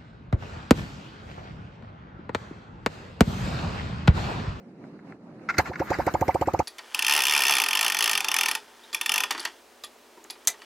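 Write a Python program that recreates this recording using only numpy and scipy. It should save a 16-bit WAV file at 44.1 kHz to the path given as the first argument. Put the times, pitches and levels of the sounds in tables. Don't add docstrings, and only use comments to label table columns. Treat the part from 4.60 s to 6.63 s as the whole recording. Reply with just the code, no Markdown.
import sys
import numpy as np
from scipy import signal
from scipy.fft import rfft, irfft, next_fast_len
from scipy.io import wavfile
from scipy.ndimage import uniform_filter1d, map_coordinates

SR = 44100
rng = np.random.default_rng(int(sys.argv[2]) if len(sys.argv) > 2 else 0)


def volts_from_decibels(level):
    exponent = np.asarray(level, float) / 20
    return 10 ** exponent


def materialize(psi):
    bounded = np.clip(np.atleast_2d(psi).T, -1, 1)
    quanta = np.round(bounded * 32767).astype(np.int16)
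    wavfile.write(sys.argv[1], SR, quanta)


N = 89611

# start in seconds [s], relative level [dB], whistle sweep [Hz per ms],
# pressure drop relative to the whistle [dB].
FIRINGS = [(.986, -9.5, 52.8, 19.5), (1.0979, -27, 31.5, 27), (1.202, -17, 34.6, 22.5),
           (1.3051, -13, 48, 19), (1.3879, -14, 46.5, 19.5), (1.4681, -10, 57, 16),
           (1.5419, -9.5, 58.6, 16.5), (1.6148, -10.5, 59.3, 18.5), (1.6828, -8.4, 65, 16),
           (1.748, -9, 64.5, 17), (1.813, -9, 65.2, 14.8), (1.8746, -8.5, 63, 13), (1.9383, -8.5, 70.3, 15),
           (1.9939, -6.5, 76.6, 14.5)]
# resonance [Hz], width [Hz], gain [dB].
SILENCER_MODES = [(313, 106, 1), (555, 64, .8), (746, 56, 3.8), (860, 125, 4.3), (1200, 110, 1)]
# resonance [Hz], width [Hz], gain [dB].
THUMP_MODE = (73.4, 24, -16.5)
WHISTLE_START_HZ, WHISTLE_END_HZ, WHISTLE_FADE_HZ = 203, 1170, 130
WHISTLE_REF_HZ, WHISTLE_FALL_POWER = 500, 1.64
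WHISTLE_RISE_S, WHISTLE_PHASE_TURNS, DROP_PEAK_S = .0052, .66, .0038
AFTERRING_DB, AFTERRING_T60_S, AFTERRING_DELAY_S = -16, .045, .005
EXHAUST_PAN_DB, EXHAUST_SCATTER_DB = -2.5, -9.5

# start in seconds [s], level [dB].
SPITS = [(0.982, -10.5), (1.196, -30), (1.303, -25.5), (1.384, -31), (1.464, -26.5), (1.538, -28.5),
         (1.609, -26), (1.679, -25.5), (1.743, -27.5), (1.811, -28.5), (1.871, -34.5), (1.934, -28.5),
         (1.990, -22)]
# frequency [Hz], relative density [dB per Hz].
SPIT_SPECTRUM = [(710, -19.5), (1200, -14), (2070, -7), (2520, -13.5), (3200, -18.5), (3820, -22),
                 (7190, -20), (10500, -36.5), (14100, -26.5), (15100, -36), (16300, -37)]
SPIT_RISE_S, SPIT_T60_S = 0.0016, 0.038

# start in seconds [s], level [dB], hold [s].
RATTLES = [(0.8886, -25, 0.016), (.925, -54, 0.0075), (0.9406, -39.5, 0.0051), (0.944, -38, 0.0033),
           (0.969, -36.5, 0.0095), (0.981, -21, 0.015), (1.057, -35.5, 0.0067), (1.132, -42.5, 0.0087),
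           (1.155, -38, 0.005), (1.194, -33, 0.0097), (1.216, -42.5, 0.0049), (1.27, -44, 0.015),
           (1.329, -27, 0.0034), (1.339, -37.5, 0.0038), (1.349, -44, 0.0078), (1.391, -40, 0.034),
           (1.468, -31.5, 0.02), (1.545, -35.5, 0.0056), (1.612, -35, 0.0016), (1.681, -42.5, 0.0081),
           (1.704, -39.5, 0.015), (1.745, -60, 0.003), (1.813, -41.5, 0.013), (1.857, -46, 0.017),
           (1.94, -44, 0.0091), (1.99, -61, 0.0063)]
# time in seconds [s], level ahead of the tick low-pass [dB].
TICKS = [(0.24, -39.5), (.249, -54), (0.391, -41), (0.398, -46), (0.523, -32.5), (.528, -57), (.795, -44)]
# resonance [Hz], width [Hz], gain [dB].
CASING_MODES = [(770, 64, -0.5), (1067, 63, -1), (1384, 95, 4), (1640, 202, 0), (2095, 237, 1.5),
                (2410, 340, -9.5), (2550, 108, -7.5), (4470, 970, -20.5), (4820, 400, -16),
                (6220, 730, -22), (6820, 800, -24.5)]
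# start in seconds [s], pitch [Hz], level [dB], T60 [s].
PINGS = [(.889, 1384, -15.5, 0.023), (0.895, 1410, -20, 0.063), (.946, 1390, -33, 0.055),
         (1.193, 1405, -32.5, 0.067), (1.3396, 4780, -30, 0.021), (1.35, 1424, -31, .06),
         (1.612, 2294, -29, 0.017), (1.68, 2140, -28, 0.026), (1.709, 2030, -31, 0.036)]
KNOCK_RISE_S, RATTLE_T60_S, KNOCKS_PER_S, KNOCK_SCATTER_DB = .0006, .03, 4000, 1.5
CASING_LOW_HZ, CASING_TOP_HZ, TICK_TOP_HZ, FIRST_KNOCK_DB = 626, 6900, 3470, 4
GEAR_PAN_DB, GEAR_SCATTER_DB = 0, -6.5

# time in seconds [s], churn level ahead of CHURN_GAIN_DB [dB], hiss level [dB].
RUNNING = [(.885, -46, -86), (.93, -54, -77), (.965, -51.5, -66), (1.0, -34.5, -55), (1.04, -51, -64),
           (1.08, -41, -64), (1.12, -56.5, -72), (1.18, -53.5, -68), (1.25, -53, -61), (1.3, -41, -63),
           (1.37, -42.5, -61.5), (1.44, -44.5, -58.5), (1.52, -48.5, -61.5), (1.6, -51, -59.5),
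           (1.72, -48.5, -60), (1.8, -48, -62), (1.9, -49.5, -63), (2.03, -49, -71)]
# frequency [Hz], relative density [dB per Hz].
CHURN_SPECTRUM = [(18, -41), (45, 5.5), (187, -2.5), (483, -5), (786, -2.5), (1370, -1.5), (1770, -4),
                  (2130, -9.5), (2940, -13), (6170, -22.5), (7600, -23.5), (9880, -44), (16700, -120)]
# frequency [Hz], relative density [dB per Hz].
HISS_SPECTRUM = [(6000, -57), (7800, -3), (9500, -3), (11500, -0.5), (14000, 4.5), (15200, -4),
                 (16300, -23), (17000, -90)]
# frequency [Hz], left-right correlation [-1 to 1].
ENGINE_CORRELATION = [(40, 0.31), (150, 1), (600, 0.57), (2000, 0.44), (5000, 0.22), (10000, 0.33)]
CHURN_GAIN_DB, CHURN_START_S, CHURN_RAMP_S = 5.5, .885, .0112

# time in seconds [s], relative strength [dB], extra rustle [dB].
WIND = [(0, -52, 6.5), (.08, -48, 1.5), (.15, -50, 1.4), (.25, -47.5, 4.5), (.36, -47, 1.1), (.43, -50, 4),
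        (.5, -43, 4), (.58, -53, 3), (.68, -49, 3), (.8, -46.5, 2.5), (.9, -45.5, 7), (1.2, -47.5, -1),
        (1.6, -49.5, 11), (2.03, -50, -15)]
# frequency [Hz], relative density [dB per Hz].
BREEZE_SPECTRUM = [(15, -30), (35, -26), (86, -18.5), (162, -1), (291, -2.5), (401, -8), (537, -19),
                   (700, -37), (910, -50), (1540, -120)]
# frequency [Hz], relative density [dB per Hz].
RUSTLE_SPECTRUM = [(290, -36), (500, -2), (1450, -16), (1970, -19.5), (3220, -25.5), (4920, -32),
                   (10500, -47), (12000, -52), (15600, -78), (22000, -120)]
# frequency [Hz], left-right correlation [-1 to 1].
WIND_CORRELATION = [(60, 0.97), (180, 1), (550, 0.94), (1650, 0.27), (4970, -0.44), (15000, 0.8)]
BREEZE_GAIN_DB, RUSTLE_GAIN_DB, WIND_PAN_DB = 2, -10, -1.3

# centre [Hz], width [Hz], gain [dB].
TREBLE_DIPS = [(3300, 524, -7.5), (8090, 360, -3), (10580, 250, -19)]
MIC_LOW_HZ = 64
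GROUND_T60_S, GROUND_LOW_HZ = 0.05, 203


def along(points, hz):
    f, v = np.transpose(points)
    return np.interp(np.log(hz + 1), np.log(f + 1), v)


def curve(rows):
    s, *cols = np.transpose(rows)
    return [np.interp(np.arange(N) / SR, s, c) for c in cols]


def unit(x):
    return x / np.sqrt(np.mean(x ** 2) + 1e-20)


def wobble(knots_per_s):
    knots = rng.standard_normal(int(N * knots_per_s / SR) + 4)
    return map_coordinates(knots, [np.arange(N) * knots_per_s / SR])


def filtered(x, response):
    m = next_fast_len(N + SR // 2)
    return irfft(rfft(x, m) * response(np.fft.rfftfreq(m, 1 / SR)), m)[..., :N]


def resonance(f, hz, width_hz, db):
    return volts_from_decibels(db) * 1j * f * width_hz / (hz * hz - f * f + 1j * f * width_hz)


def pan_gains(pan_db):
    return volts_from_decibels(np.array([[.5], [-.5]]) * pan_db)


def rush(spectrum, correlation, patchy_db):
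    z = signal.stft(rng.standard_normal((2, N)), nperseg=512)[2]
    field = uniform_filter1d(rng.standard_normal(z.shape[1:]), 6, 0)
    field = uniform_filter1d(field, 6, 1)
    pair = signal.istft(z * volts_from_decibels(patchy_db * unit(field)), nperseg=512)[1][:, :N]

    def mid_side(hz):
        angle = np.arccos(np.clip(along(correlation, hz), -1, 1)) / 2
        return volts_from_decibels(along(spectrum, hz)) * np.array([np.cos(angle), np.sin(angle)])

    mid, side = filtered(pair, mid_side)
    return unit(np.array([mid + side, mid - side]))


def bursts(rows, rise_s, t60_s):
    t = np.arange(N) / SR
    envelope = np.zeros(N)
    for s, db, held_s in rows:
        decay = volts_from_decibels(db - 60 * np.clip(t - s - held_s, 0, None) / t60_s)
        envelope += decay * (1 - np.exp(-np.clip(t - s, 0, None) / rise_s))
    return envelope


def placed(x, pan_db, scatter_db):
    step = SR // 10
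    t, wet = np.arange(step) / SR, np.zeros((2, N + 2 * step))
    for k in range(0, N, step):
        tail = rng.standard_normal((2, step)) * volts_from_decibels(-60 * t / GROUND_T60_S)
        piece = signal.fftconvolve(x[None, k:k + step], tail / np.linalg.norm(tail[0]), axes=1)
        wet[:, k:k + piece.shape[1]] += piece
    wet = filtered(wet[:, :N], lambda f: 1j * f / (GROUND_LOW_HZ + 1j * f))
    return (x + volts_from_decibels(scatter_db) * wet) * pan_gains(pan_db)


def exhaust():
    size = 8192
    f, t = np.fft.rfftfreq(size, 1 / SR), np.arange(size) / SR
    out = np.zeros(N + size)
    box = sum(resonance(f, *mode) for mode in SILENCER_MODES) - resonance(f, *THUMP_MODE)
    for s, db, sweep_hz_per_ms, drop_db in FIRINGS:
        pitch = WHISTLE_START_HZ + 1000 * sweep_hz_per_ms * t
        swell = (1 - np.exp(-t / WHISTLE_RISE_S)) * (pitch / WHISTLE_REF_HZ) ** -WHISTLE_FALL_POWER
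        swell *= (1 - np.tanh((pitch - WHISTLE_END_HZ) / WHISTLE_FADE_HZ)) / 2
        turns = (pitch + WHISTLE_START_HZ) / 2 * t + WHISTLE_PHASE_TURNS
        whistle = swell * np.sin(2 * np.pi * turns)
        drop = volts_from_decibels(drop_db) * t / DROP_PEAK_S * np.exp(-t / DROP_PEAK_S)
        after = rng.standard_normal(size) * volts_from_decibels(-60 * t / AFTERRING_T60_S) * (t > AFTERRING_DELAY_S)
        path = box * (1 + volts_from_decibels(AFTERRING_DB) * rfft(after / np.linalg.norm(after)))
        out[round(s * SR):][:size] += volts_from_decibels(db) * irfft(rfft(whistle - drop) * path, size)
    return placed(out[:N], EXHAUST_PAN_DB, EXHAUST_SCATTER_DB)


def spits():
    envelope = bursts([(s, db, 0) for s, db in SPITS], SPIT_RISE_S, SPIT_T60_S)
    return envelope * rush(SPIT_SPECTRUM, ENGINE_CORRELATION, patchy_db=6.0)


def casing(f):
    modes = sum((-1) ** k * resonance(f, *mode) for k, mode in enumerate(CASING_MODES))
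    return modes / (1 + (CASING_LOW_HZ / (f + 1)) ** 4) / (1 + (f / CASING_TOP_HZ) ** 12)


def rattles():
    knocks = (rng.random(N) < KNOCKS_PER_S / SR) * np.sign(rng.standard_normal(N))
    knocks = knocks * volts_from_decibels(KNOCK_SCATTER_DB * wobble(150))
    blows = knocks / np.std(filtered(knocks, casing)) * bursts(RATTLES, KNOCK_RISE_S, RATTLE_T60_S)
    click_peak = np.abs(filtered(np.arange(N) == 0, casing)).max()
    for s, db, _ in RATTLES:
        blows[round(s * SR)] -= volts_from_decibels(db + FIRST_KNOCK_DB) / click_peak
    ticks = np.zeros(N)
    for s, db in TICKS:
        ticks[round(s * SR)] = -volts_from_decibels(db) / click_peak
    blows += filtered(ticks, lambda f: 1 / (1 + 1j * f / TICK_TOP_HZ) ** 2)
    return placed(filtered(blows, casing), GEAR_PAN_DB, GEAR_SCATTER_DB)


def pings():
    t = np.arange(N) / SR
    rings = np.zeros(N)
    for s, hz, db, t60_s in PINGS:
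        rings += bursts([(s, db, 0)], KNOCK_RISE_S, t60_s) * np.sin(2 * np.pi * hz * (t - s))
    return placed(rings, GEAR_PAN_DB, GEAR_SCATTER_DB)


def churn():
    on = np.clip((np.arange(N) / SR - CHURN_START_S) / CHURN_RAMP_S, 0, 1)
    churn_db, hiss_db = curve(RUNNING)
    hiss = volts_from_decibels(hiss_db + 2.5 * wobble(40)) * rush(HISS_SPECTRUM, ENGINE_CORRELATION, patchy_db=2.5)
    air_gain = volts_from_decibels(churn_db + CHURN_GAIN_DB + 2.8 * wobble(44.74))
    air = air_gain * rush(CHURN_SPECTRUM, ENGINE_CORRELATION, patchy_db=2.5)
    return on * (air + hiss)


def wind():
    strength_db, rustle_db = curve(WIND)
    breeze_gain = volts_from_decibels(BREEZE_GAIN_DB + 0.51 * wobble(14.2) + 0.51 * wobble(36.0))
    breeze = breeze_gain * rush(BREEZE_SPECTRUM, WIND_CORRELATION, patchy_db=0.5)
    rustle_gain = volts_from_decibels(RUSTLE_GAIN_DB + rustle_db + 0.44 * wobble(25))
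    rustle = rustle_gain * rush(RUSTLE_SPECTRUM, WIND_CORRELATION, patchy_db=2.0)
    return volts_from_decibels(strength_db) * pan_gains(WIND_PAN_DB) * (breeze + rustle)


def scene():
    return exhaust() + spits() + rattles() + pings() + churn() + wind()


def band_limit(x):
    return signal.sosfilt(signal.butter(12, 16440, fs=SR, output="sos"), x)


def record(dry):
    def microphone(f):
        dips_db = sum(db * np.exp(-((f - hz) / width_hz) ** 2) for hz, width_hz, db in TREBLE_DIPS)
        bass_cut = f * f / (f * f - MIC_LOW_HZ ** 2 - 1.3j * f * MIC_LOW_HZ)
        return volts_from_decibels(dips_db) * bass_cut

    mix = filtered(dry, microphone)
    return band_limit(mix)


dry = scene()
out = record(dry)
materialize(out)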